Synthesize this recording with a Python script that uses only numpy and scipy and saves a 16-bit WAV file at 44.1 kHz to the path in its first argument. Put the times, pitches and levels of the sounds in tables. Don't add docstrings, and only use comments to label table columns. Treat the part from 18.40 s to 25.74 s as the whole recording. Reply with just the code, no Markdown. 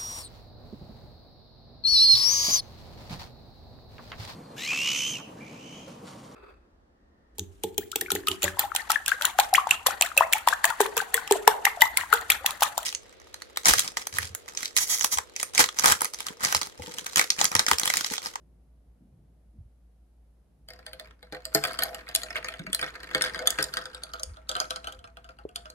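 import sys
import numpy as np
from scipy import signal
from scipy.fft import rfft, irfft
from scipy.io import wavfile

SR = 44100
rng = np.random.default_rng(int(sys.argv[2]) if len(sys.argv) > 2 else 0)


def transcribe(signal):
    frames = np.atleast_2d(signal).T
    limited = np.clip(frames, -1, 1)
    pcm = np.round(limited * 32767).astype(np.int16)
    wavfile.write(sys.argv[1], SR, pcm)


N = 323694
TIME = np.arange(N) / SR

# t/s, strength/dB, hardness/dB (>0 corner, <0 wet face), clack f/Hz
CONTACTS = [(2.2864, -47.5, 4, 4710), (2.304, -48, 0, 4860), (2.3345, -53, 2, 4730),
            (2.3908, -56.5, -2.5, 4680), (2.4643, -42.5, 2.5, 4540), (2.532, -43.5, 1.5, 4440),
            (2.597, -42.5, 0.5, 4140), (2.828, -52.5, -0.5, 3860), (2.9238, -44.5, 0, 4060),
            (2.9478, -45.5, -4, 4180), (3.053, -37, 7.5, 4400), (3.1481, -21, 6.5, 5020),
            (3.2384, -27, 2, 2335), (3.2507, -30, 0, 2500), (3.272, -43.5, 9, 4470),
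            (3.283, -42, 0.5, 4400), (3.332, -45.5, 6.5, 4530), (3.3897, -28.5, 2, 4520),
            (3.4222, -29.5, -1.5, 4240), (3.4347, -30.5, 13, 4140), (3.546, -40.5, 7, 2890),
            (3.689, -42.5, 4, 4800), (3.75, -25, 11, 3850), (3.7595, -29.5, 10, 5320),
            (3.8176, -42.5, 3, 4230), (3.8336, -36, 2.5, 4160), (3.905, -42, -4, 5250),
            (3.9562, -39.5, -8, 2180), (3.965, -37.5, -3.5, 2840), (4.045, -39, -4, 4820),
            (4.085, -34.5, 0, 2390), (4.1391, -44, -2.5, 2980), (4.1937, -44.5, -2, 3670),
            (4.266, -44, -6, 2200), (4.3301, -29, 6.5, 3030), (4.3471, -28, 9, 4490),
            (4.3926, -37, -1.5, 2440), (4.4135, -35, 2, 4940), (4.4273, -34, -5, 3640),
            (4.5536, -48.5, -6, 2430), (4.632, -46, -2, 4560), (4.712, -45, -4, 2550),
            (4.7482, -26, -2.5, 3300), (4.81, -32, -5.5, 2620), (4.821, -25.5, 6, 3680),
            (4.8392, -30.5, -2, 3520), (4.848, -34, -0.5, 4730), (4.865, -43, -0.5, 3410),
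            (4.946, -38, -4, 4770), (4.959, -42, -4, 3260), (4.9911, -38, -3.5, 4530),
            (5.0729, -20, 6.5, 3400), (5.1045, -33, 12.5, 4880), (5.1868, -30, -4, 2500),
            (5.2264, -29.5, 9.5, 5200), (5.2408, -33.5, 7.5, 5000), (5.3385, -33.5, 0.5, 4430),
            (5.3701, -30.5, -1.5, 4600), (5.4551, -41, 0, 4830), (5.547, -41, 3.5, 3640),
            (5.6352, -38.5, 6.5, 4300), (5.7359, -39, -2, 4600), (5.7963, -43, 0, 6230),
            (5.8329, -35, 11, 5360), (5.9698, -55, -5, 3960), (6.092, -30.5, 4, 3490),
            (6.1142, -36.5, 1, 3380), (6.1524, -33.5, -4.5, 3230), (6.1657, -36.5, 0, 3180),
            (6.201, -26, 2, 4800), (6.3066, -31.5, 1, 3070), (6.3599, -37, 1, 4440),
            (6.4435, -44, -1, 3000), (6.4712, -36.5, -1, 3124), (6.5233, -46.5, 2.5, 3120),
            (6.5909, -56.5, -0.5, 3070), (6.6418, -50.5, -4, 2810), (6.6745, -57.5, -2, 2440),
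            (6.77, -50, -3, 2800), (6.8438, -55, -2.5, 3040), (6.89, -52.5, -4.5, 2530),
            (6.9873, -55.5, -4.5, 2740), (7.0907, -56, 0, 2810), (7.159, -34, 4.5, 3355),
            (7.256, -50, -4.5, 2860), (7.3007, -48.5, 5.5, 4230)]
# f/Hz, level/dB, t60/s
TUMBLER_MODES = [(509.8, 2.5, 0.24), (644.6, 1.5, 0.22), (686.7, 0.5, 0.22), (799.5, -2.5, 0.13)]

# level/dB at USUAL_DB and hardness 0, dB per dB of strength, dB per dB of hardness
CUBE_LAW, CRACK_LAW, KNOCK_LAW, HOLLOW_LAW = (-34, 1.0, 0.088), (-41.5, 1.03, 1), (-35.5, 0.98, -1.4), (-40.5, 0.62, -0.61)
USUAL_DB = -35
LEAD_S = 0.012


def from_db(db):
    return 10 ** (np.asarray(db) / 20)


def rms_one(x):
    return x / np.sqrt(np.mean(x ** 2) + 1e-20)


def unit_blow(x):
    return x / np.sqrt(np.sum(x ** 2) / 2 / (SR / 100) + 1e-20)


def curve(rows, s):
    return np.interp(s, *np.transpose(rows))


def curves(rows, s):
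    when, *columns = np.transpose(rows)
    return [np.interp(s, when, column) for column in columns]


def filtered(x, hz, kind, order=2):
    sos = signal.butter(order, np.minimum(hz, 0.45 * SR), kind, fs=SR, output="sos")
    return signal.sosfilt(sos, x)


def slow(hz):
    return rms_one(filtered(rng.normal(size=N + SR), hz, "low")[SR:])


def strata(count):
    return (np.arange(count) + rng.random(count)) / count


def coloured_noise(spectrum):
    hz = np.maximum(np.fft.rfftfreq(N, 1 / SR), 1)
    points_hz, points_db = np.transpose(spectrum)
    gain = from_db(np.interp(np.log(hz), np.log(points_hz), points_db))
    mid, side = rfft(rng.normal(size=(2, N))) * gain
    return rms_one(irfft(mid + side * hz / (hz + 400) * [[1], [-1]], N))


def add(out, s, sound):
    # t/s, lag of the right port/ms
    port_lag = [(5.4, .135), (6.0, .31)]
    for channel, lag_s in enumerate([0, curve(port_lag, s) / 1000]):
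        start = int((s + lag_s) * SR)
        part = sound[channel, :max(N - start, 0)]
        out[channel, start:start + len(part)] += part


def mixed(parts):
    starts = [int(s * SR) for s, _, _ in parts]
    length = max(start + part[2].shape[1] for start, part in zip(starts, parts))
    out = np.zeros((2, length))
    for start, (_, gain, sound) in zip(starts, parts):
        out[:, start:start + sound.shape[1]] += gain * sound
    return out


def ring(hz, db, t60, vary_db, apart):
    hz, db, t60 = np.atleast_1d(hz, db, t60)
    t = TIME[:int(np.max(t60) * SR)]
    gain = from_db(db + vary_db * rng.normal(size=len(hz))) * rng.choice([-1, 1], len(hz))
    log_strength = 0.5 * rng.normal(size=(2, len(hz)))
    phase = rng.normal(size=(2, len(hz)))
    ports = gain * np.exp(apart * (log_strength + 1j * phase))
    waves = np.exp(np.outer(2j * np.pi * hz - np.log(1000) / t60, t))
    onset = 1 - np.exp(-np.outer(2 * np.pi * hz, t))
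    return unit_blow((ports @ (waves * onset)).imag)


def cluster(hz, octaves, t60, falloff_db, count, apart):
    offset = strata(count) * 2 - 1
    mode_hz = hz * 2 ** (octaves * offset)
    return ring(mode_hz, -falloff_db * abs(offset), np.full(count, t60), vary_db=1.0, apart=apart)


def blips(rows, glide):
    out = np.zeros((2, N))
    for s, hz, db, t60 in rows:
        t = TIME[:int(t60 * SR)]
        tone = np.sin(2 * np.pi * hz * t * (1 + glide * t / t60))
        tone = tone * from_db(-60 * t / t60) * (1 - np.exp(-4 * hz * t))
        add(out, s, from_db(db) * unit_blow(np.array([tone, tone])))
    return out


def background(air_db=-64, hum_hz=56.9, hum_start_db=-58.5, hum_rise_db=2.9, waver=0.32, swell_db=2):
    # f/Hz, level/dB per Hz
    air_spectrum = [(25, -19), (60, 5.5), (95, -2), (170, -1.5), (400, -14), (700, -18), (1000, -27.5),
                    (2500, -37), (8000, -42.5), (10500, -36.5), (14000, -47), (15000, -57.5)]
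    air = coloured_noise(air_spectrum)
    rumble = filtered(air, 590, "low", order=1)
    air = air + (from_db(swell_db * slow(0.56)) - 1) * rumble
    hum = np.sin(2 * np.pi * hum_hz * TIME + waver * slow(3.6))
    hum = rms_one((1 + waver * slow(9.7)) * hum)
    hum_db = hum_start_db + hum_rise_db * np.clip(TIME - 2.5, 0, 1)
    return from_db(air_db) * air + from_db(hum_db) * hum


def bumps(octaves=0.7, falloff_db=9):
    # t/s, f/Hz, level/dB, t60/s
    bump_rows = [(.6, 206, -49.5, 0.24), (0.679, 135.5, -49, 0.58), (1.13, 228.5, -55, .25),
                 (1.186, 82, -39, 0.08), (1.255, 69.6, -48, 0.055), (5.863, 66.4, -35, 0.16),
                 (6.569, 67.5, -44.5, 0.27)]
    out = np.zeros((2, N))
    for s, hz, db, t60 in bump_rows:
        thud = cluster(hz, octaves, t60, falloff_db, count=7, apart=0.091)
        swell = 1 - np.exp(-TIME[:thud.shape[1]] * hz / 10)
        add(out, s, from_db(db) * unit_blow(thud * swell))
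    return out


def kitchen(x, t60=0.18, treble_t60=0.35, early_db=-12, early_t60=0.01, tail_db=-12, treble_db=-17):
    t = TIME[:SR // 2]

    def echoes(band_hz, decay_s):
        noise = rng.normal(size=(2, len(t))) * from_db(-60 * t / decay_s) * (t > 0.003)
        return filtered(noise / np.sqrt(np.sum(noise ** 2) / 2), band_hz, "band")

    response = (from_db(early_db) * echoes([500, 12000], early_t60)
                + from_db(tail_db) * echoes([120, 5500], t60)
                + from_db(treble_db) * echoes([5500, 12000], treble_t60))
    return signal.fftconvolve(x, response, axes=1)[:, :N]


def gurgle(start_s, length_s=0.12, low_hz=170, high_hz=380, db=-51.0, t60=0.059, count=12):
    when, pitch = rng.random((2, count))
    hz = low_hz * (high_hz / low_hz) ** pitch
    return blips([(start_s + length_s * w, f, db, t60) for w, f in zip(when, hz)], glide=0.055)


def gulps():
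    # t/s, f/Hz, level/dB, t60/s
    pockets = [(4.197, 166, -36, 0.12), (4.232, 312, -47.5, 0.056), (4.275, 189, -39.5, 0.14),
               (7.052, 418, -33, 0.022)]
    return blips(pockets, glide=0.027) + gurgle(pockets[0][0])


def answer(law, db, hardness):
    usual_db, per_strength, per_hardness = law
    return from_db(usual_db + per_strength * (db - USUAL_DB) + per_hardness * hardness)


def inside_glass(sound, bounce_s=0.00035, apart=0.2):
    t = TIME[:SR // 300]
    paths = rng.normal(size=len(t)) + apart * rng.normal(size=(2, len(t)))
    out = signal.fftconvolve(sound, paths * t * np.exp(-t / bounce_s), axes=1)
    return unit_blow(out / out.std(axis=1, keepdims=True))


def cube(hz, others_db, t60=0.019, detune=0.025):
    # f/Hz, level/dB
    wall_modes = [(3100, 1), (3400, 3.5), (4020, 1.5), (4560, 5), (4950, -1), (6500, -7)]
    wall_hz, wall_db = np.transpose(wall_modes)
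    wall_hz = wall_hz * (1 + detune * rng.normal(size=len(wall_hz)))
    wall = inside_glass(ring(wall_hz, wall_db, np.full(len(wall_hz), t60), vary_db=6.5, apart=0.56))
    lead = cluster(hz, octaves=0.11, t60=0.011, falloff_db=8, count=3, apart=0.72)
    return unit_blow(mixed([(0, 0.86, lead), (0, from_db(others_db), wall)]))


def crack(s, octaves=0.75, low_ratio=0.66, high_ratio=1.21):
    # t/s, centre f/Hz
    crack_pitch = [(3.3, 10830), (6.2, 9240)]
    hz = curve(crack_pitch, s)
    high = cluster(hz, octaves, t60=0.0067, falloff_db=1.0, count=24, apart=0.78)
    return unit_blow(filtered(inside_glass(high), [hz * low_ratio, hz * high_ratio], "band"))


def knock(s):
    # t/s, f/Hz, t60/s
    knock_pitch = [(2.5, 1830, 0.042), (3.3, 1519, 0.045), (3.95, 1950, 0.034), (4.45, 1712, .044),
                   (5.2, 1598, .055), (5.701, 1363, 0.098)]
    hz, t60 = curves(knock_pitch, s)
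    wall = cluster(hz, octaves=0.0241 / t60, t60=t60, falloff_db=8.0, count=6, apart=0.58)
    return unit_blow(filtered(wall, [900, 3000], "band"))


def touch(s, db, hardness, hz, side_modes_db=-0.5, spread_per_db=0.27):
    clack = cube(hz, others_db=side_modes_db + spread_per_db * (db - USUAL_DB))
    parts = [(CUBE_LAW, clack), (CRACK_LAW, crack(s)), (KNOCK_LAW, knock(s))]
    return [(answer(law, db, hardness), sound) for law, sound in parts]


def unrest(stir_start_s=2.29, upset_db=-8.5, calm_t60_s=0.34):
    # t/s, level/dB
    stir = [(2.4, -58.5), (2.72, -56), (2.78, -68.5), (3.1, -54.5), (3.3, -42.5), (3.65, -49.5), (4.1, -51),
            (4.28, -69), (4.4, -52), (4.98, -42), (5.7, -54), (6.04, -60), (6.7, -68.5)]
    power = from_db(curve(stir, TIME)) ** 2 * (TIME > stir_start_s)
    upsets = np.zeros(N)
    for s, db, hardness, _ in CONTACTS:
        upsets[int(s * SR)] = (from_db(upset_db) * answer(KNOCK_LAW, db, hardness)) ** 2
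    power_decay = from_db(-60 / (calm_t60_s * SR)) ** 2
    return np.sqrt(power + signal.lfilter([1], [1, -power_decay], upsets))


def jostling(per_s=130, busy_db=-47, tick_db=-9.5, spread_db=5, hardness_db=-3.5, hardness_spread_db=3,
             wash_db=-6.0):
    # f/Hz, level/dB per Hz
    wash_spectrum = [(100, -4), (430, 2), (510, 6.5), (570, -9), (670, -5), (900, -1.5), (1700, -2.5),
                     (3000, -13.5), (12000, -34.5)]
    out, motion = np.zeros((2, N)), unrest()
    low, high = [0, 0, -1, -1, 0], [TIME[-1], 150, 1, 1, len(CONTACTS)]
    candidates = rng.uniform(low, high, (int(150 * TIME[-1]), 5))
    for s, chance, size, corner, which in candidates:
        moving = motion[int(s * SR)]
        if chance < per_s * min(moving / from_db(busy_db), 1):
            db = 20 * np.log10(moving) + tick_db + spread_db * size
            hardness = hardness_db + hardness_spread_db * corner
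            for gain, sound in touch(s, db, hardness, CONTACTS[int(which)][3]):
                add(out, s, gain * sound)
    wash_gain = from_db(wash_db + 2.0 * slow(65))
    return out + coloured_noise(wash_spectrum) * motion * wash_gain


def tumbler(favoured_hz, off_mode_db=-21.5, wander_octaves=0.11, slosh=0.0424, ripple=0.38, ripple_hz=28,
            swell_s=0.003):
    hz, db, t60 = np.transpose(TUMBLER_MODES)
    off_octaves = abs(np.log2(hz / favoured_hz) + wander_octaves * rng.normal())
    db = db + off_mode_db * off_octaves
    shifted_hz = hz * (1 + slosh * rng.uniform(-0.76, 1, len(hz)))
    tone = ring(shifted_hz, db, t60, vary_db=5.0, apart=0.35)
    t = TIME[:tone.shape[1]]
    flutter = np.interp(t * 2 * ripple_hz, np.arange(100), rng.normal(size=100))
    return unit_blow(tone * (1 + ripple * flutter) * (1 - np.exp(-t / swell_s)))


def tings(out):
    # t/s, f/Hz, level/dB, t60/s
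    ting_rows = [(2.287, 4660, -51.5, .35), (2.465, 4640, -50.5, .3), (2.828, 4125, -60, .12),
                 (2.925, 4160, -52, .19), (3.053, 4720, -48, .16), (3.149, 12500, -29, .07),
                 (5.636, 4680, -49, .13)]
    for s, hz, db, t60 in ting_rows:
        add(out, s, from_db(db) * ring(hz, 0, t60, vary_db=0, apart=0.087))


def crash(s, length_s=0.02, fade_db=-9, hardness_db=-5.5, count=6):
    steps = strata(count)
    pitches = rng.choice(np.transpose(CONTACTS)[3], count)
    parts = []
    for step, hz in zip(steps, pitches):
        for gain, sound in touch(s, USUAL_DB, hardness_db, hz):
            parts.append((length_s * step, gain * from_db(fade_db * step), sound))
    return unit_blow(mixed(parts))


def shoves(out, ring_db=-0.5, crash_db=-3):
    # t/s, level/dB
    shove_rows = [(2.925, -39), (3.15, -23.5), (4.426, -40.5), (4.75, -32), (5.189, -33)]
    # f/Hz, level/dB, t60/s
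    table_modes = [(145.7, -9, 0.33), (206.6, -9.5, 0.16), (314, 0, 0.14), (430, 1.5, 0.19),
                   (811, -5.5, 0.18)]
    for s, db in shove_rows:
        add(out, s, from_db(db) * ring(*np.transpose(table_modes), vary_db=1, apart=0.038))
        add(out, s, from_db(db + ring_db) * tumbler(TUMBLER_MODES[0][0]))
        add(out, s, from_db(db + crash_db) * crash(s))


def rub(length_s, favoured_hz, count=7):
    slips_s = length_s * strata(count)
    return unit_blow(mixed([(s, 1, tumbler(favoured_hz)) for s in slips_s]))


def rubs(out):
    # t/s, length/s, level/dB, favoured f/Hz
    rub_rows = [(3.455, .045, -34.5, 695), (3.522, .02, -38, 710), (4.995, 0.04, -29.5, 560)]
    for s, length_s, db, hz in rub_rows:
        add(out, s, from_db(db) * rub(length_s, hz))


def chatter(sound, hardness, graze_db=-19, bounce_db=-13, smear=0.49, settle_s=0.016, count=12):
    touches = np.zeros(SR // 10)
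    before_s = LEAD_S * rng.random(count) ** 2
    after_s = np.minimum(0.0027 + rng.exponential(settle_s, count), 0.07)
    grazes = from_db(graze_db) * rng.uniform(-0.92, 1, count) * (1 - before_s / LEAD_S)
    bounces = from_db(bounce_db - smear * hardness) * rng.uniform(-0.42, 1, count)
    touches[((LEAD_S - before_s) * SR).astype(int)] = grazes
    touches[((LEAD_S + after_s) * SR).astype(int)] = bounces * np.exp(-after_s / settle_s / 2)
    touches[int(LEAD_S * SR)] = 1
    return unit_blow(signal.fftconvolve(sound, touches[None], axes=1))


def contacts():
    # t/s, favoured f/Hz, gain/dB
    swirl = [(2.3, 647, -0.5), (2.95, 590, 3), (3.45, 684, 5), (4.4, 579, -5.5), (5.5, 552, -0.5),
             (6.199, 701.3, 2.5), (7.2, 709, -1)]
    out = np.zeros((2, N))
    for s, db, hardness, hz in CONTACTS:
        for gain, sound in touch(s, db, hardness, hz):
            add(out, s - LEAD_S, gain * chatter(sound, hardness))
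        favoured_hz, free_db = curves(swirl, s)
        add(out, s, from_db(free_db) * answer(HOLLOW_LAW, db, hardness) * tumbler(favoured_hz))
    rubs(out)
    shoves(out)
    tings(out)
    return out


def scene():
    drink = contacts() + jostling() + gulps()
    return drink + kitchen(drink) + bumps() + background()


def record(dry):
    low_pass = signal.cheby2(14, 60, 16900, fs=SR, output="sos")
    return signal.sosfilt(low_pass, np.clip(dry, -0.95, 0.95))


dry = scene()
out = record(dry)
transcribe(out)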